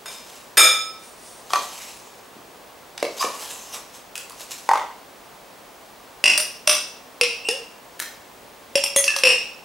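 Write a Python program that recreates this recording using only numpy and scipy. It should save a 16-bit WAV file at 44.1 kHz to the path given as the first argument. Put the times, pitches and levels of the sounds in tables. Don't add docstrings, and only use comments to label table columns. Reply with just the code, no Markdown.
import sys
import numpy as np
from scipy import signal
from scipy.fft import rfft, irfft, next_fast_len
from scipy.io import wavfile
from scipy.ndimage import uniform_filter1d, minimum_filter1d, map_coordinates

SR = 44100
rng = np.random.default_rng(int(sys.argv[2]) if len(sys.argv) > 2 else 0)


def dump_mix(stems):
    frames = np.atleast_2d(stems).T
    limited = np.clip(frames, -1, 1)
    pcm = np.round(limited * 32767).astype(np.int16)
    wavfile.write(sys.argv[1], SR, pcm)


N = 425124
T = np.arange(int(.8 * SR)) / SR
TIME = np.arange(N) / SR

# frequency in Hz, density in dB per Hz.
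HISS_SPECTRUM = [(15, -58), (25, -17), (43, -8.5), (70, -13), (161, -8), (270, -4), (317, -6), (394, -3),
                 (516, -2), (754, -2.5), (1130, -4.5), (1330, -9), (1940, -11), (13600, -22.5),
                 (16000, -23)]
# frequency in Hz, side minus mid in dB.
HISS_WIDTH = [(60, -24), (110, -10), (200, -9), (380, -6), (700, -8.5), (1290, -5.5), (2380, -6.5),
              (4400, -8.5), (8120, -9.5), (15000, -45)]
HISS_DB, TOP_HZ = -46, 16000

# frequency in Hz, t60 in seconds.
KITCHEN_DECAY = [(200, 0.52), (1000, 0.43), (3000, 0.52), (6000, 0.5), (10000, 0.36), (15000, 0.39)]
# frequency in Hz, side minus mid in dB.
TAIL_WIDTH = [(300, -21), (1000, -13), (2500, -7.5), (5000, -8), (9000, -7.5), (13000, -33)]

# start in seconds, ring in dB, crack in dB.
BOWL_HITS = [(.058, -38, -28), (.571, -17, -7.5), (.577, -8, -3), (.592, -14, -9), (.630, -14, -20)]
# frequency in Hz, level in dB, t60 in seconds.
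BOWL_MODES = [(508, -23, .6), (635, -21, .4), (1298, -8, .58), (2370, -4.5, .5), (3441, -9, .4),
              (3658, 0.5, .44), (5086, -4, .3), (5134, -2, .54), (6720, -6, .38), (8472, -10, .28),
              (8620, -8, .3), (8718, -9, .25), (8830, -3, .32), (8902, -8, .25), (9345, -14, .28),
              (10376, -8, .27), (11422, -15, .27), (11610, -18, .25), (12411, -16, .25), (12990, -14, .23)]
# frequency in Hz, level in dB.
RIM_CRACK = [(150, -12.5), (400, -2.5), (900, 5), (1800, 4), (3500, -1.5), (6000, -6.5), (8700, 0),
             (10000, -1), (13000, -8), (16000, -21)]

# peak in seconds, rise in seconds, fall in seconds, squish in dB.
PRESSES = [(.12, .06, 0.21, -40), (.35, 0.17, 0.18, -43), (4.41, 0.08, 0.068, -36.5),
           (4.512, 0.021, 0.044, -29.5), (4.58, .08, 0.18, -42.5)]
# peak in seconds, rise in seconds, fall in seconds, hiss in dB, tub wall in dB.
SCOOPS = [(1.53, .05, 0.22, -35.5, -33), (1.78, 0.35, 0.41, -37.5, -54), (3.215, 0.062, 0.084, -27, -31),
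          (3.439, 0.31, 0.35, -32.5, -35), (3.75, 0.053, 0.061, -33, -27),
          (3.95, 0.045, 0.09, -41.5, -59.5)]
# frequency in Hz, level in dB per Hz.
CREAM_SPECTRUM = [(880, -7), (1500, -18), (1840, -17.5), (2310, -11), (2830, -11.5), (3060, -13),
                  (5720, -9.5), (6500, -11), (12300, -17.5), (15500, -33)]
STROKE_DROP_DB = 20
STROKE_ROUNDNESS = 1.26

# peak in seconds, rise in seconds, fall in seconds, hiss in dB.
SLIDES = [(1.05, .12, .12, -44), (1.27, 0.17, 0.28, -42.5)]
# frequency in Hz, level in dB per Hz.
RUB_SPECTRUM = [(1000, -25), (3000, -7), (5500, -1), (10000, 0.5), (12500, -16)]

# start in seconds, body in dB, main frequency in Hz, click in dB.
TUB_HITS = [(1.505, -24.5, 1125, -29), (1.534, -8.5, 1160, -14.5), (1.535, -15, 722, -24),
            (2.978, -36, 810, -25.5), (3.027, -13, 569, -19), (3.043, -22.5, 472, -35),
            (3.226, -11, 1122, -22.5), (3.244, -19.5, 484, -35)]
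# multiple of the main frequency, level in dB, t60 in seconds.
TUB_MODES = [(.64, -6.5, .03), (.85, -2, .04), (1, 2.5, .045), (1.12, -2, 0.037), (1.32, -10, 0.023),
             (1.58, -11.5, 0.041), (2.1, -9.5, 0.038), (3.398, -26, 0.013)]
# frequency in Hz, level in dB.
PLASTIC_CLICK = [(200, -16), (500, -14), (1200, 5), (2500, 12), (5000, 9), (9000, 2), (15000, -13)]
SET_DOWN_S, SET_DOWN_DB, SET_DOWN_HZ, SET_DOWN_CLICK_DB = 4.69, -4.5, 960, -20
ROCK_GAP_S, ROCK_LENGTH_S = .0215, .15
ROCK_DETUNE = 0.063

# frequency in Hz, level in dB, t60 in seconds.
PLOP_MODES = [(260, -1, 0.023), (350, -3, .02)]
PLOP_S, PLOP_DB = 2.366, -31

# start in seconds, length in seconds, start and end pitch in Hz, level in dB, overtones in dB.
SQUEAKS = [(3.195, 0.034, 4600, 5500, -28, -40), (3.202, 0.054, 1037, 1174, -20.5, -29),
           (6.672, 0.04, 2970, 2995, -28, 13), (7.444, 0.091, 2700, 2930, -26, -20),
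           (7.485, 0.046, 1840, 1880, -34.5, -19), (8.962, 0.043, 3210, 3225, -29.5, 13.5),
           (8.963, 0.031, 3365, 3390, -24.5, -22), (8.963, 0.063, 1998, 1930, -29, -14),
           (9.079, 0.018, 2615, 2653, -12, -21), (9.065, 0.144, 1790, 1625, -31, -34),
           (9.238, 0.13, 2655, 2875, -18.5, -12)]

# start in seconds, snap in dB, pocket frequency in Hz, pocket in dB.
SMACKS = [(4.155, -24.5, 2540, -26), (4.163, -29, 2770, -28), (4.178, -24.5, 2610, -27),
          (4.297, -32, 2480, -44), (4.307, -39, 1090, -32), (4.407, -31.5, 600, -32.5),
          (7.994, -27.5, 1760, -38), (8.000, -16, 1740, -20.5)]
# frequency in Hz, level in dB.
FILM_SNAP = [(400, -30), (1500, 3.5), (3000, 2), (6000, 4), (10000, 4.5), (15000, -5)]

# start in seconds, crack in dB, ring in dB, brightness in dB,
# spoon frequency in Hz, air in dB, chatter (time to weaken by 20 dB) in seconds.
JAR_HITS = [(6.24, -4, -15, -9, 5010, -28, 0.11), (6.377, -5.5, -20.5, 7.5, 4980, -29.5, .02),
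            (6.675, -1, -17, 1, 5550, -22, 0.1), (7.212, -5.5, -18.5, -9.5, 4640, -21, 0.021),
            (7.487, -7.5, -27, -4.5, 5350, -23.5, 0.023), (8.755, -10, -18.5, -4.5, 5510, -17.5, 0.023),
            (8.838, -9, -21.5, 0.5, 5400, -34.5, .015), (8.962, -3.5, -26, 14, 6420, -20, .01),
            (9.041, -19, -22.5, -1, 5630, -56, .01), (9.079, -11, -25.5, -11, 5590, -55, .03),
            (9.163, -9, -26, 0, 6100, -36, 0.016), (9.236, -1.5, -13, -9, 5460, -15, 0.08)]
# frequency in Hz, level in dB, t60 in seconds.
JAR_MODES = [(2084, -20, 0.053), (2575, -1.5, 0.016), (2614, -11, 0.065), (2733, -9, 0.081),
             (2777, -7.5, 0.037), (2970, -14.5, 0.031), (3273, -10.5, .052), (3460, -13, 0.067),
             (4125, -8, 0.021), (4370, -7, 0.021), (4840, -2.5, 0.038), (5040, -9.5, 0.11),
             (5460, 5.5, 0.024), (5590, 6, 0.018), (5995, -19, 0.27), (7130, -21, .12), (7455, -7, .065),
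             (8530, 12, 0.044), (8940, -9, .05), (9480, 13, 0.046), (9250, 12.5, 0.043), (9740, 7, 0.17),
             (12600, 2, .1), (13150, 2, .06)]
# time in seconds, frequency in Hz.
JAR_AIR = [(6.24, 616), (6.75, 603.5), (7.21, 491.3), (7.30, 473), (7.485, 434), (7.56, 559), (8.75, 560.5),
           (9.18, 552), (9.24, 528), (9.33, 459)]
# frequency in Hz, level in dB.
JAR_CRACK = [(150, -49), (450, -11.5), (1000, -1.5), (1600, -6), (2700, -0.5), (3900, -4), (5400, -1),
             (7200, -7.5), (9300, -0.5), (11000, -7.5), (13000, -27), (16000, -24)]
CHATTER_GAP_S = .0175
MIDDLE_DB = 4.5


def amp(db):
    return 10 ** (np.asarray(db) / 20)


def unit(x):
    return x / np.sqrt(np.mean(x ** 2) + 1e-20)


def along(points, hz):
    f, v = np.transpose(points)
    return np.interp(np.log(hz + 1), np.log(f + 1), v)


def fade(t60):
    return np.exp(-np.log(1000) * T / np.maximum(t60, 1e-3))


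def wobble(rate, size):
    knots = rng.standard_normal(int(size * rate / SR) + 4)
    return map_coordinates(knots, [np.arange(size) * rate / SR])


def filtered(x, response):
    n = x.shape[-1]
    m = next_fast_len(n + 4096)
    return irfft(rfft(x, m) * response(np.fft.rfftfreq(m, 1 / SR)), m)[..., :n]


def noise(spectrum, size):
    return unit(filtered(rng.standard_normal(size), lambda hz: amp(along(spectrum, hz))))


def burst(spectrum, t60):
    return noise(spectrum, len(T)) * fade(t60)


def ring(modes):
    total = 0
    for hz, db, t60 in modes:
        strength = amp(db + rng.normal(0, 0.5)) * rng.choice([-1, 1])
        total = total + strength * fade(t60) * np.sin(2 * np.pi * hz * T)
    return total


def rebounds(gap_s, length_s, scatter, count):
    gaps = np.abs(gap_s * (1 + scatter * rng.standard_normal(count)))
    return [(delay, -20 * delay / max(length_s, 1e-3)) for delay in np.cumsum([0, *gaps])]


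def stroke(s, rise_s, fall_s, db):
    away = np.clip(np.maximum((s - TIME) / rise_s, (TIME - s) / fall_s), 0, 4)
    return amp(db - STROKE_DROP_DB * away ** STROKE_ROUNDNESS)


def add(out, s, x):
    i = max(round(s * SR), 0)
    out[:, i:i + x.shape[1]] += x[:, :N - i]


def kitchen(x, wet_db, echo_s=.0233, echo_db=-7, counter_db=-11, low_cut_hz=210):
    x = signal.sosfilt(signal.butter(3, low_cut_hz, "high", fs=SR, output="sos"), x)
    hz, t, z = signal.stft(rng.standard_normal((2, len(T))), SR, nperseg=256)
    z = z * amp(-60 * t / along(KITCHEN_DECAY, hz)[:, None])
    z[1] *= amp(along(TAIL_WIDTH, hz))[:, None]
    buildup = 1 - np.exp(-T / 0.0099)
    tail = signal.istft(z, SR, nperseg=256)[1][:, :len(T)] * buildup
    mid, side = amp(wet_db) * tail / np.linalg.norm(tail[0])
    near, wall = rng.standard_normal((2, len(T))) * fade(np.array([[.012], [.003]]))
    mid += amp(counter_db) * near / np.linalg.norm(near)
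    mid += amp(echo_db) * np.roll(wall, round(echo_s * SR)) / np.linalg.norm(wall)
    mid[0] += 1
    return signal.fftconvolve(x[None], np.array([mid + side, mid - side]), axes=1)[:, :len(x)]


def background(whine_db=-61):
    mid = noise(HISS_SPECTRUM, N)
    side = filtered(noise(HISS_SPECTRUM, N), lambda hz: amp(along(HISS_WIDTH, hz)))
    whine = amp(whine_db) * np.sin(2 * np.pi * 15625 * TIME)
    return amp(HISS_DB) * np.array([mid + side, mid - side]) + whine


def bowl(beat_db=3.6, wander=0.29, buzz=0.77, buzz_t60=0.83):
    out = np.zeros((2, N))
    for s, ring_db, crack_db in BOWL_HITS:
        glass = np.zeros(len(T))
        for hz, db, t60 in BOWL_MODES:
            rough = wander * wobble(60.5, len(T)) + buzz * fade(buzz_t60) * wobble(298.0, len(T))
            level = amp(db + beat_db * wobble(47.9, len(T))) * fade(t60)
            glass += level * np.sin(2 * np.pi * (hz * T + rng.random()) + rough)
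        glass *= 1 - np.exp(-T / 0.0022)
        crack = amp(crack_db - 4) * burst(RIM_CRACK, t60=.05)
        add(out, s, kitchen(amp(ring_db - 2) * glass, wet_db=-5, echo_db=-12, counter_db=-15))
        add(out, s, kitchen(crack, wet_db=2))
    return out


def crackle(grain_db, clump_db=2.0):
    level_db = grain_db * wobble(900, N) + clump_db * wobble(70, N)
    return unit(rng.standard_normal(N) * amp(level_db))


def shifting(x, patchy_db):
    z = signal.stft(x, nperseg=512)[2]
    field = uniform_filter1d(rng.standard_normal(z.shape), size=7, axis=0)
    field = uniform_filter1d(field, size=12, axis=1)
    return signal.istft(z * amp(patchy_db * unit(field)), nperseg=512)[1][:len(x)]


def fizz(x):
    spectrum = [(300, -38)] + list(CREAM_SPECTRUM)
    return unit(filtered(x, lambda hz: amp(along(spectrum, hz))))


def tub_wall(f):
    total = 0
    for hz, width_hz, db in [(600, 200, 1.1), (1046, 170, 1.6)]:
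        damping = 1j * f * width_hz
        total = total + amp(db) * damping / (hz * hz - f * f + damping)
    return total


def cream():
    wall = unit(filtered(crackle(grain_db=2.5), tub_wall))
    drag = sum(stroke(*timing, hiss_db) for *timing, hiss_db, _ in SCOOPS)
    hum = sum(stroke(*timing, wall_db) for *timing, _, wall_db in SCOOPS)
    tearing = fizz(shifting(crackle(grain_db=2.5), patchy_db=2.2))
    scoop = amp(-3.5) * drag * tearing + amp(-12.0) * hum * wall
    press = amp(-3) * sum(stroke(*row) for row in PRESSES) * fizz(crackle(grain_db=4))
    return kitchen(scoop + press, wet_db=-5.5)


def slides():
    movement = sum(stroke(*row) for row in SLIDES)
    return kitchen(amp(-3.5) * movement * noise(RUB_SPECTRUM, N), wet_db=-9.0)


def tub():
    out = np.zeros((2, N))
    rocking = []
    for delay, db in rebounds(ROCK_GAP_S, ROCK_LENGTH_S, scatter=.06, count=5):
        hz = SET_DOWN_HZ * (1 + ROCK_DETUNE * rng.standard_normal())
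        rocking.append((SET_DOWN_S + delay, SET_DOWN_DB + db, hz, SET_DOWN_CLICK_DB + db))
    for s, body_db, hz, click_db in list(TUB_HITS) + rocking:
        body = amp(body_db - 5.5) * ring(np.array(TUB_MODES) * [hz, 1, 1])
        knock = body + amp(click_db) * burst(PLASTIC_CLICK, t60=0.022)
        knock = signal.sosfilt(signal.butter(2, hz / 2, "high", fs=SR, output="sos"), knock)
        add(out, s, kitchen(knock, wet_db=-2.0))
    return out


def plop():
    out = np.zeros((2, N))
    add(out, PLOP_S, kitchen(amp(PLOP_DB) * ring(PLOP_MODES), wet_db=-9))
    return out


def squeaks(rough=0.019, flutter_db=4):
    out = np.zeros((2, N))
    for s, length, start_hz, end_hz, db, overtone_db in SQUEAKS:
        u = np.clip(T / length, 0, 1)
        pitch = (start_hz + (end_hz - start_hz) * u) * (1 + rough * wobble(655, len(T)))
        phase = 2 * np.pi * np.cumsum(pitch) / SR
        overtones = np.sin(2 * phase) + np.sin(3 * phase) + np.sin(4 * phase) / 5
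        tone = np.sin(phase) + amp(overtone_db) * overtones
        flutter = amp(flutter_db * wobble(256, len(T)))
        pressure = np.sqrt(1 - u) * (1 - np.exp(-8 * u)) * flutter
        add(out, s, kitchen(amp(db) * pressure * tone, wet_db=-4.5))
    return out


def smacks():
    out = np.zeros((2, N))
    for s, snap_db, hz, pocket_db in SMACKS:
        pocket = amp(pocket_db) * ring([(hz, 0, .016)])
        snap = amp(snap_db) * burst(FILM_SNAP, t60=0.019)
        add(out, s, kitchen(snap + pocket, wet_db=-1.5))
    return out


def chatter(x, length_s):
    contacts = rebounds(CHATTER_GAP_S, length_s, scatter=.15, count=6)
    return sum(amp(db) * np.pad(x, (round(delay * SR), 0))[:len(x)] for delay, db in contacts)


def jar(detune=0.0047, spoon_db=4, spoon_t60=0.035, air_t60=0.24, crack_t60=0.027):
    out = np.zeros((2, N))
    for s, crack_db, ring_db, bright_db, spoon_hz, air_db, chatter_s in JAR_HITS:
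        modes = np.array(list(JAR_MODES) + [(spoon_hz, spoon_db, spoon_t60)])
        group = np.digitize(modes[:, 0], [3100, 7500])
        modes[:, 0] *= 1 + detune * rng.standard_normal(len(modes))
        group_levels = [-bright_db, MIDDLE_DB, bright_db]
        glass = sum(amp(db) * unit(ring(modes[group == k])) for k, db in enumerate(group_levels))
        glass = amp(ring_db - 23) * glass
        crack = amp(crack_db - 7.5) * burst(JAR_CRACK, crack_t60)
        air_hz = np.interp(s + T, *np.transpose(JAR_AIR))
        air = amp(air_db + 4) * fade(air_t60) * np.sin(2 * np.pi * np.cumsum(air_hz) / SR)
        add(out, s, kitchen(chatter(glass + crack, chatter_s), wet_db=-2.5))
        add(out, s, kitchen(air, wet_db=-9.0, echo_db=-20.5, counter_db=-5.5))
    return out


def scene():
    contacts = bowl() + tub() + plop() + squeaks() + smacks() + jar()
    return background() + contacts + cream() + slides()


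def record(dry, ceiling_db=-8.0, hold_s=0.0171):
    level = np.sqrt(np.abs(uniform_filter1d(np.mean(dry ** 2, axis=0), size=130)))
    need = np.minimum(1, amp(ceiling_db) / (level + 1e-9))
    hold = max(int(hold_s * SR), 128)
    held = minimum_filter1d(need, hold, origin=hold // 2 - 32)
    limited = dry * uniform_filter1d(held, size=64)
    rounded = limited / (1 + (limited / .92) ** 8) ** (1 / 8)
    return filtered(rounded, lambda hz: hz < TOP_HZ)


dry = scene()
out = record(dry)
dump_mix(out)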